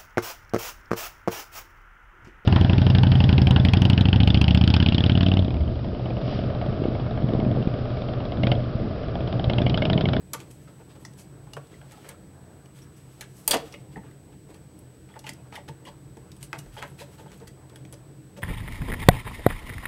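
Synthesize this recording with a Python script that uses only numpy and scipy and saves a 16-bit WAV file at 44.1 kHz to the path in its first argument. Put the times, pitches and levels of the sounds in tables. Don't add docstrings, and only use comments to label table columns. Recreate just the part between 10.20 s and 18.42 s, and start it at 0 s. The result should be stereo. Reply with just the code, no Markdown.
import sys
import numpy as np
from scipy import signal
from scipy.fft import rfft, irfft, next_fast_len
from scipy.io import wavfile
from scipy.ndimage import uniform_filter1d, map_coordinates

SR = 44100
rng = np.random.default_rng(int(sys.argv[2]) if len(sys.argv) > 2 else 0)


def decibels_to_gain(level_db):
    exponent = np.asarray(level_db, float) / 20
    return 10 ** exponent


def pcm_store(signal):
    levels = np.round(np.clip(np.atleast_2d(signal), -1, 1) * 32767)
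    wavfile.write(sys.argv[1], SR, levels.astype(np.int16).T)


N = 362502

# freq_hz, density_db (per Hz)
AIR_SPECTRUM = [(15, -55.5), (25, -27), (134, -6.5), (217, -17.5), (427, -22), (503, -26.5), (560, -25),
                (1160, -29.5), (1610, -26), (7310, -39), (8140, -39), (9070, -39), (16000, -46.5)]
# freq_hz, width_hz, level_db
EDGE_MODES = [(5700, 3700, -5), (8740, 374, 4), (9250, 3500, -2.5), (13180, 4100, -6.5)]
# freq_hz, width_hz, level_db
PANEL_MODES = [(288, 52, 0), (450, 14.5, 4.5), (575.4, 22, 3.5), (680.5, 7.4, -1.5), (741, 3.8, -3.5),
               (870, 63, 2), (925, 355, -3.5), (1180, 120, -11.5), (1276, 46, -20)]
# freq_hz, width_hz, level_db
CARD_MODES = [(1890, 400, -8), (2030, 220, -6), (2670, 90, -12), (2880, 90, -6), (3330, 370, -7),
              (3540, 270, -15), (4710, 150, -10), (5650, 1500, -12)]


def unit(x):
    return x / np.sqrt(np.mean(x ** 2) + 1e-20)


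def along(points, hz):
    f, v = np.transpose(points)
    return np.interp(np.log(hz + 1), np.log(f + 1), v)


def curves(rows):
    s, *cols = np.transpose(rows)
    return [np.interp(np.arange(N) / SR, s, c) for c in cols]


def filtered(x, response):
    m = next_fast_len(x.shape[-1] + 4096)
    spectrum = rfft(x, m) * response(np.fft.rfftfreq(m, 1 / SR))
    return irfft(spectrum, m)[..., :x.shape[-1]]


def resonant(modes, scatter_db=0):
    gains = decibels_to_gain(scatter_db * rng.standard_normal(len(modes)))

    def response(f):
        total = 0
        for k, (centre, width, db) in enumerate(modes):
            mode = 1j * f * width / (centre * centre - f * f + 1j * f * width)
            total = total + (-1) ** k * gains[k] * decibels_to_gain(db) * mode
        return total

    return response


def near(modes, hz, octaves):
    return [(c, w, db - 6 * (np.log2(c / hz) / octaves) ** 2) for c, w, db in modes]


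def add(track, s, sound):
    part = track[:, round(s * SR):][:, :sound.shape[1]]
    part += sound[:, :part.shape[1]]


def rush(colour, patchy_db):
    # freq_hz, correlation (-1 to 1)
    likeness = [(60, 0.5), (130, 0.88), (290, 0.53), (640, -0.14), (1410, -0.49), (3100, -0.38),
                (6820, -0.13), (15000, 0.85)]
    z = signal.stft(rng.standard_normal((2, N)), nperseg=512)[2]
    patches = uniform_filter1d(rng.standard_normal(z.shape[1:]), 6, 0)
    patches = uniform_filter1d(patches, 14, 1)
    pair = signal.istft(z * decibels_to_gain(patchy_db * unit(patches)), nperseg=512)[1][:, :N]

    def mid_side(hz):
        angle = np.arccos(np.clip(along(likeness, hz), -1, 1)) / 2
        return colour(hz) * [np.cos(angle), np.sin(angle)]

    mid, side = filtered(pair, mid_side)
    return np.array([mid + side, mid - side])


def ventilation():
    # freq_hz, width_hz, level_db
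    room_modes = [(36, 7, -24), (45, 5, -22), (59, 9.7, -3), (72, 2.7, -34), (83.8, 10, -6.5),
                  (115, 3.9, -0.5), (126.66, 3.2, 8.5), (141.8, 12.4, 4), (188, 10.8, -1), (269.7, 37, -10),
                  (313.5, 17.4, -2.5), (442, 140, -14.5)]
    # time_s, drone_db, air_db
    levels = [(0.0, -49, -56.5), (2.5, -50, -52.5), (2.7, -50, -56.5), (3.02, -49.5, -56),
              (3.75, -47.5, -56), (4.19, -49.5, -56.5), (7.05, -48.5, -54.5), (7.45, -51, -54),
              (7.62, -47.5, -54.5), (8.22, -48, -56.5)]
    drone_db, air_db = curves(levels)
    drone = unit(rush(resonant(room_modes), patchy_db=1.5))

    def low_band(hz):
        return decibels_to_gain(along(AIR_SPECTRUM, hz)) / (1 + (hz / 1500) ** 4) / (1 + (220 / (hz + 1)) ** 3)

    low_air = unit(rush(low_band, patchy_db=2.5))
    return decibels_to_gain(drone_db + 1.0) * drone + decibels_to_gain(air_db + 1.0) * low_air


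def hiss():
    def high_band(hz):
        return decibels_to_gain(along(AIR_SPECTRUM, hz)) * (hz < 15900) / (1 + (1500 / (hz + 1)) ** 4)

    return decibels_to_gain(-62.5) * unit(rush(high_band, patchy_db=0.2))


def whine():
    # freq_hz, level_db (rms)
    tones = [(8000, -66.5), (11219, -91.5), (15735, -82)]
    t = np.arange(N) / SR
    return sum(decibels_to_gain(db) * np.sqrt(2) * np.sin(2 * np.pi * hz * t) for hz, db in tones)


def fan():
    # time_s, pitch_hz, level_db (rms)
    drift = [(0.0, 82.5, -57), (0.85, 83.9, -64.5), (7.53, 84, -56), (7.67, 81.3, -71), (8.22, 90, -75)]
    hz, db = curves(drift)
    return decibels_to_gain(db) * np.sqrt(2) * np.sin(2 * np.pi * np.cumsum(hz) / SR)


def rub():
    # time_s, rub_db, brightness_db
    strokes = [
        [(0.1, -65, -6), (0.352, -65.5, 2), (1.146, -75, -24), (1.95, -50, -37)],
        [(2.7, -57.5, -8), (3.06, -60.5, -9), (3.17, -60, 4), (3.5, -66, -3)],
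        [(3.35, -66, -6), (3.39, -39, -39), (3.98, -102, -18)],
        [(4.8, -71, -4), (5.03, -84.5, -14.5), (6.05, -79.5, 5), (6.55, -60, -6), (6.9, -57, -9),
         (7.05, -61.5, -11), (7.35, -56, -4)],
        [(7.72, -62, -23), (7.86, -69, -21), (8.0, -74, -24)],
    ]
    level, bright = np.zeros((2, N))
    s = np.arange(N) / SR
    for rows in strokes:
        db, bright_db = curves(rows)
        on = np.clip(np.minimum(s - rows[0][0], rows[-1][0] - s) / 0.16, 0, 1)
        level += on * decibels_to_gain(db - 5)
        bright += on * decibels_to_gain(db + bright_db - 5)
    knots = rng.standard_normal(N // 1500 + 4)
    clumps = decibels_to_gain(3 * map_coordinates(knots, [np.arange(N) / 1500]))
    slips = rng.standard_normal((2, N)) * decibels_to_gain(2.2 * rng.exponential(size=N)) * clumps
    dull_modes = [(900, 2300, 7.5), (1370, 165, 14.0), (2900, 860, -3.0)]  # Hz, width Hz, dB
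    dull = unit(filtered(slips, resonant(dull_modes)))
    sharp = unit(filtered(slips, resonant(EDGE_MODES)))
    sound = level * dull + bright * sharp
    return sound[0] + 0.45 * np.outer([1, -1], sound[1])


def body(force, db, casing_db, sparkle_db, card, casing, card_top_hz):
    # modes, top Hz, level dB, stereo spread
    parts = [(card, card_top_hz, db, .4),
             (casing, 1500, db + casing_db, .12),
             (EDGE_MODES, 16000, db + sparkle_db + 6.0, .4)]
    sound = 0
    for modes, top_hz, level_db, spread in parts:
        ring = resonant(modes, scatter_db=2.5)
        part = filtered(force, lambda f: ring(f) / (1 + 1j * f / top_hz) ** 2)
        part = part * decibels_to_gain(level_db) / np.abs(part[0]).max()
        sound = sound + part[0] + spread * np.outer([1, -1], part[1])
    return sound


def scrapes():
    # start_s, peak_db, sparkle_db, length_s
    edge_drags = [(0.302, -40.5, -12, 0.027), (0.795, -44, -9, 0.073), (0.969, -38.5, -3.5, 0.086),
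                  (1.703, -31.5, -18, 0.056), (2.541, -37.5, -13, 0.1), (2.607, -43, -10, 0.061),
                  (2.761, -51, 0, 0.038), (3.309, -12, -17, 0.023), (3.714, -37.5, -20, 0.051),
                  (5.056, -25.5, -23, 0.072), (5.132, -53, 11, 0.012), (6.203, -35, -9, 0.036),
                  (6.227, -41, -7, 0.055), (6.379, -39, 1.5, 0.037), (6.515, -35, -12.5, 0.095),
                  (6.654, -35, -14, 0.088), (6.776, -26, -18, 0.089), (7.269, -30.5, -7.5, 0.029)]
    # start_s, peak_db, panel_pitch_hz, length_s
    presses = [(.589, -52.5, 555, 0.055), (1.3696, -44.5, 460, 0.016), (3.346, -30.5, 394, 0.029),
               (3.76, -42, 276, 0.028), (3.825, -55.5, 1480, 0.12), (4.948, -45, 870, 0.045),
               (5.26, -55, 470, 0.026), (5.365, -47, 800, 0.037), (5.967, -49, 454, 0.017),
               (6.4594, -54, 600, 0.018), (6.985, -51, 450, 0.068), (7.059, -51, 595, 0.022),
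               (7.198, -51.5, 426, 0.06)]
    # start_s, peak_db, panel_pitch_hz, length_s
    dull_drags = [(.1322, -20.5, 1370, 0.024), (.4694, -41.5, 486, 0.046), (.685, -43, 301, 0.071),
                  (1.4956, -38.5, 305, 0.1), (1.8774, -36.5, 596, 0.076), (3.2814, -21.5, 702, 0.05),
                  (3.328, -12, 900, 0.026), (3.5235, -32.5, 410, 0.032), (4.8894, -43, 877, 0.038),
                  (5.0345, -36.5, 840, 0.096), (5.317, -30.5, 887, 0.09), (5.477, -28.5, 250.6, 0.03),
                  (5.6569, -31, 900, 0.058), (6.3377, -32.5, 958, 0.043), (6.566, -29, 694, 0.062),
                  (6.616, -30, 700, 0.038), (6.805, -29.5, 630, 0.035), (7.1072, -38.5, 467, 0.079)]
    # start_s, peak_db, panel_pitch_hz, length_s
    bright_drags = [(.185, -37.5, 288, 0.069), (.261, -45, 443, 0.043), (.748, -43.5, 586, 0.033),
                    (1.835, -37, 574, 0.084), (4.282, -41, 332, 0.062), (4.3294, -42, 354, 0.062),
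                    (7.5025, -43.5, 440, 0.059), (7.727, -37, 418, 0.019), (8.1658, -35, 465, 0.039),
                    (4.115, -48, 900, 0.044), (6.975, -40, 900, 0.05), (7.095, -45.5, 900, 0.035)]
    edge_casing_db, edge_panel_hz = -14.5, 1100
    drags = [(s, db, edge_casing_db, sparkle_db, edge_panel_hz, length)
             for s, db, sparkle_db, length in edge_drags]
    # drags, casing dB, sparkle dB
    for rows, casing_db, sparkle_db in [(presses, 16.7, -15), (dull_drags, 0.82, -33),
                                        (bright_drags, 3.6, -17.5)]:
        drags += [(s, db, casing_db, sparkle_db, hz, length) for s, db, hz, length in rows]
    track, t = np.zeros((2, N)), np.arange(SR // 5) / SR
    card = CARD_MODES + [(2480, 10300, -0.26)]
    for s, db, casing_db, sparkle_db, hz, length in drags:
        u = t / max(length, .005) * 3
        slips = decibels_to_gain(2.98 * rng.exponential(size=len(t)))
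        stroke = u * np.exp(-u * u / 2)
        force = rng.standard_normal((2, len(t))) * slips * stroke
        casing = near(PANEL_MODES, hz, octaves=0.69) + [(hz * 0.98, hz * 1.52, -8)]
        sound = body(force, db - 7.0, casing_db - 0.5, sparkle_db + 1.5, card, casing, card_top_hz=5370)
        add(track, s, sound)
    return track


def clicks():
    # start_s, peak_db, card_pitch_hz, sparkle_db, decay_t60_s
    rattles = [(0.1331, -22.5, 4090, -2.5, 0.041), (0.2021, -36, 1950, -6, 0.049),
               (1.3662, -29.5, 1300, -22, 0.064), (3.009, -27.5, 2790, -9, 0.056),
               (3.277, -5, 6600, -3, 0.042), (3.309, -9, 4500, -3, 0.068), (3.3408, -16, 1944, -6.5, 0.047),
               (3.368, -26, 3070, -6.5, 0.028), (3.5389, -29.5, 2280, -26.5, 0.05),
               (5.040, -38, 2374, -23.5, 0.046), (5.0664, -30, 2130, -15, 0.08),
               (5.3545, -31, 2170, -14.5, 0.085), (5.487, -37, 2100, -10, 0.025),
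               (5.6517, -37, 2200, -15, 0.11), (5.676, -38, 1932, -41, 0.049),
               (6.387, -31.5, 4277, -12, 0.05), (6.5668, -34.5, 1097, -19, 0.041),
               (7.740, -37, 4330, -25, 0.035), (8.169, -48, 2250, -23, 0.034)]
    # start_s, peak_db, card_pitch_hz, sparkle_db
    dry_ticks = [(0.3108, -39, 6670, -9), (0.85, -30, 5800, -22), (0.935, -46, 3360, -9),
                 (1.334, -28.5, 3860, -11), (1.6145, -39.5, 1700, -29), (1.72, -41, 4200, -7),
                 (1.889, -35.5, 5700, 1.5), (2.458, -45, 2200, -12), (3.523, -36, 5500, -13),
                 (4.3438, -42.5, 3420, -10), (4.9395, -40, 1850, -25), (4.9912, -32.5, 4730, -10),
                 (5.0915, -23.5, 2900, -10.5), (5.3248, -34, 2660, -32), (5.97, -48, 1900, -4),
                 (6.1172, -36.5, 3360, -9), (6.1648, -38, 6400, -8), (6.228, -31, 3060, -5),
                 (6.3302, -23, 1370, -17), (6.6255, -23, 1820, -20), (7.1175, -43, 1720, -6),
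                 (7.4966, -44, 2900, -9), (7.558, -28, 5650, -10.5), (7.6507, -39, 2780, -22),
                 (7.7252, -38.5, 6160, 1), (3.6, -51, 5000, -12), (3.911, -50, 2200, -8),
                 (7.2, -43, 5300, -14), (1.47, -46, 5000, -12), (4.305, -54, 2500, -1.5),
                 (4.362, -54, 6000, -2), (4.589, -48, 5700, -3), (6.238, -42, 9550, 0),
                 (6.46, -46, 3000, -20), (7.177, -49, 6500, -3), (7.025, -52, 8950, -2)]
    tick_t60_s, tick_grows = 0.018, 0.9
    shake_db, shake_db_per_octave = -7, -6.5
    ticks = [(s, db, hz, sparkle_db, tick_t60_s * (hz / 2000) ** tick_grows)
             for s, db, hz, sparkle_db in dry_ticks]
    track, t = np.zeros((2, N)), np.arange(SR // 6) / SR
    casing = PANEL_MODES + [(800, 640, -5.5)]
    for s, db, hz, sparkle_db, t60 in ticks + rattles:
        casing_db = shake_db + shake_db_per_octave * np.log2(hz / 2000)
        fade = decibels_to_gain(-60 * t / t60) + decibels_to_gain(-60 * t / 0.0074)
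        force = rng.standard_normal((2, len(t))) * fade * (1 - np.exp(-t / .0003))
        card = near(CARD_MODES, hz, octaves=0.9) + [(hz, hz * 0.11, -7), (hz * 1.01, hz * 0.54, -5)]
        add(track, s, body(force, db - 3.5, casing_db, sparkle_db + 3.0, card, casing, hz * 2.0))
    return track


def pings():
    # start_s, peak_db, pitch_hz, decay_t60_s
    free_parts = [(0.135, -36, 1180, 0.17), (.145, -40.5, 465, 0.14), (.475, -49, 1290, 0.057),
                  (.850, -38.5, 1930, 0.0092), (1.541, -46.5, 2050, 0.029), (1.773, -52, 3400, 0.019),
                  (3.311, -27, 3200, 0.04), (3.759, -35, 1880, 0.023), (3.761, -38.5, 854, .05),
                  (3.78, -41, 900, 0.048), (3.778, -44, 1900, .012), (4.591, -43, 11030, 0.024),
                  (4.955, -51, 870, 0.049), (5.068, -39.5, 2040, 0.048), (5.362, -36, 2000, 0.066),
                  (5.375, -33.5, 870, 0.056), (5.492, -39, 900, 0.031), (6.574, -40.5, 3040, 0.2),
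                  (6.626, -33, 990, 0.11), (7.21, -41, 450, 0.082), (8.174, -59, 450, 0.038)]
    # start_s, peak_db, pitch_hz, decay_t60_s
    held_parts = [(1.27, -47, 800, 0.19), (1.334, -43, 1190, 0.045), (1.369, -34, 600, 0.041),
                  (3.279, -25, 2000, .05), (3.341, -19, 480, 0.061), (3.339, -19.5, 1060, 0.09),
                  (5.093, -26, 5000, 0.034), (6.33, -21, 1890, 0.022), (6.335, -36, 1500, 0.083),
                  (6.34, -37, 610, 0.17), (6.620, -34, 1800, 0.1), (5.326, -36.5, 800, 0.037),
                  (3.2779, -17, 6400, 0.026), (3.278, -8, 10300, .03), (3.310, -15, 6300, .04),
                  (3.331, -26, 770, 0.064), (3.362, -21.5, 610, 0.042), (6.626, -23.5, 1880, 0.017),
                  (6.634, -36.5, 1700, 0.12), (5.484, -46, 2510, 0.033), (7.061, -43, 700, 0.024),
                  (0.85, -43, 1100, .04), (1.845, -42, 1370, .08), (1.893, -40, 1890, .04),
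                  (3.012, -36, 2600, 0.065), (3.025, -36, 1630, 0.093), (3.04, -42, 2800, .04),
                  (3.526, -38, 3400, .04), (3.836, -47, 1280, .05), (6.8, -44, 8000, .06),
                  (4.89, -48, 2000, .04), (4.96, -50, 1700, .06), (5.255, -49, 750, 0.11),
                  (6.388, -49, 2500, .05), (7.56, -43.5, 1600, 0.044), (7.502, -49, 1200, .04),
                  (8.166, -46, 2200, 0.025), (8.19, -50, 1800, .04)]
    # start_s, peak_db, pitch_hz, decay_t60_s
    clean_steel = [(2.62, -50.5, 5580, 0.076), (2.765, -59, 5700, 0.072), (3.279, -40, 4500, 0.097),
                   (3.28, -35, 2900, .04), (3.278, -44, 870, 0.046), (3.312, -16, 4560, 0.073),
                   (3.311, -23, 2780, 0.058), (3.33, -34, 870, 0.052), (3.34, -28, 2910, 0.04),
                   (3.342, -29, 2005, 0.049), (3.348, -26, 453, 0.066), (3.312, -19.5, 3330, 0.061),
                   (5.04, -43, 900, .05), (6.332, -40.5, 1020, 0.048), (6.334, -45, 2470, 0.065),
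                   (6.581, -50, 2000, 0.095), (6.585, -48, 10200, 0.055), (6.627, -45.5, 668, 0.14),
                   (6.626, -43, 1330, 0.13), (6.68, -53, 11900, .06), (6.7, -54, 10940, 0.087),
                   (7.023, -58, 12100, 0.031), (7.175, -58, 7050, .03), (7.08, -55, 3230, 0.059),
                   (7.978, -49, 315, 0.046), (1.722, -52, 1310, 0.25), (1.72, -50, 856, .08),
                   (1.771, -46, 790, .05), (1.865, -51, 2130, .04), (1.941, -51.5, 1300, 0.067),
                   (3.525, -44, 5500, .05), (5.067, -38, 2680, .06), (5.35, -50, 5400, .06),
                   (5.36, -45, 3500, 0.051), (6.79, -44, 2500, 0.089), (6.79, -49, 1970, .07),
                   (7.272, -52, 1970, 0.084), (7.272, -48, 4670, .05), (4.918, -57, 3400, .03),
                   (5.19, -60.5, 2550, .08), (.86, -47, 5950, 0.063), (6.228, -33, 8640, 0.033),
                   (.134, -38, 920, 0.092), (.134, -28, 11400, .04), (8.172, -43.5, 521, 0.087),
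                   (6.8, -43, 4000, 0.066), (6.8, -46, 3200, .06), (6.645, -47, 2100, .07)]
    track, t = np.zeros((2, N)), np.arange(SR // 4) / SR
    for rows, damping in [(free_parts, 0.14), (held_parts, 0.77), (clean_steel, 0.091)]:
        for s, db, hz, t60 in rows:
            force = rng.standard_normal((2, len(t))) * decibels_to_gain(-60 * t / t60) * (1 - np.exp(-t / 0.00032))
            force[0, 0] = 9
            mode = resonant([(hz, hz * damping, 0)])
            ring = filtered(force, lambda f: mode(f) ** 2)
            sound = ring[0] + 0.24 * np.outer([1, -1], ring[1])
            add(track, s, decibels_to_gain(db) * sound / np.abs(ring[0]).max())
    return track


def thumps():
    # start_s, peak_db, pitch_hz, decay_t60_s
    shifts = [(1.371, -34, 136, 0.23), (3.279, -32, 35, 0.14), (3.336, -25.5, 255, 0.11),
              (3.35, -23, 292, 0.089), (5.119, -39, 204, 0.078), (2.075, -39, 89.5, 0.21),
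              (3.604, -34, 127, .15), (6.716, -33, 138.6, .12), (3.765, -34, 194, 0.1),
              (3.777, -20.5, 188, 0.033), (3.793, -23, 204, 0.028), (5.093, -41, 135, 0.39),
              (5.495, -32, 149, 0.17), (5.7, -46, 49.6, 0.29), (5.97, -42, 210, 0.11),
              (6.379, -27.5, 141, 0.08), (6.45, -40.5, 45, 0.58), (6.532, -28.5, 123, 0.073),
              (7.9, -53, 42.7, 0.19), (8.172, -37.5, 210, 0.12)]
    track, t = np.zeros((2, N)), np.arange(SR // 2) / SR
    for s, db, hz, t60 in shifts:
        onset = 1 - np.exp(-t * hz / 0.77)
        push = np.sin(2 * np.pi * hz * t) * decibels_to_gain(db - 60 * t / t60) * onset
        add(track, s, np.outer([1 + 22 / hz, 1 - 22 / hz], push))
    return track


def room(x):
    # freq_hz, decay_t60_s
    decay = [(200, 0.47), (1000, 0.26), (4000, 0.23), (12000, 0.11)]
    hz, t, z = signal.stft(rng.standard_normal((2, SR // 2)), SR, nperseg=256)
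    fade = decibels_to_gain(-60 * t / along(decay, hz)[:, None])
    mid, side = signal.istft(z * fade, SR, nperseg=256)[1]
    tail = mid + .5 * np.outer([1, -1], side)
    delayed = np.pad(x, (200, 0))[None]
    return signal.fftconvolve(delayed, tail / np.linalg.norm(tail[0]), axes=1)[:, :N]


def scene():
    background = ventilation() + hiss() + whine() + fan()
    hands = rub() + scrapes() + clicks() + pings()
    echo = decibels_to_gain(-10.0) * room(hands.mean(axis=0))
    return background + hands + echo + thumps()


def top_cut(x):
    return signal.sosfilt(signal.butter(12, 16830, fs=SR, output="sos"), x)


def record(dry):
    limited = filtered(dry, lambda hz: 1 / (1 + (hz / 16000) ** 70))
    return top_cut(limited)


dry = scene()
out = record(dry)
pcm_store(out)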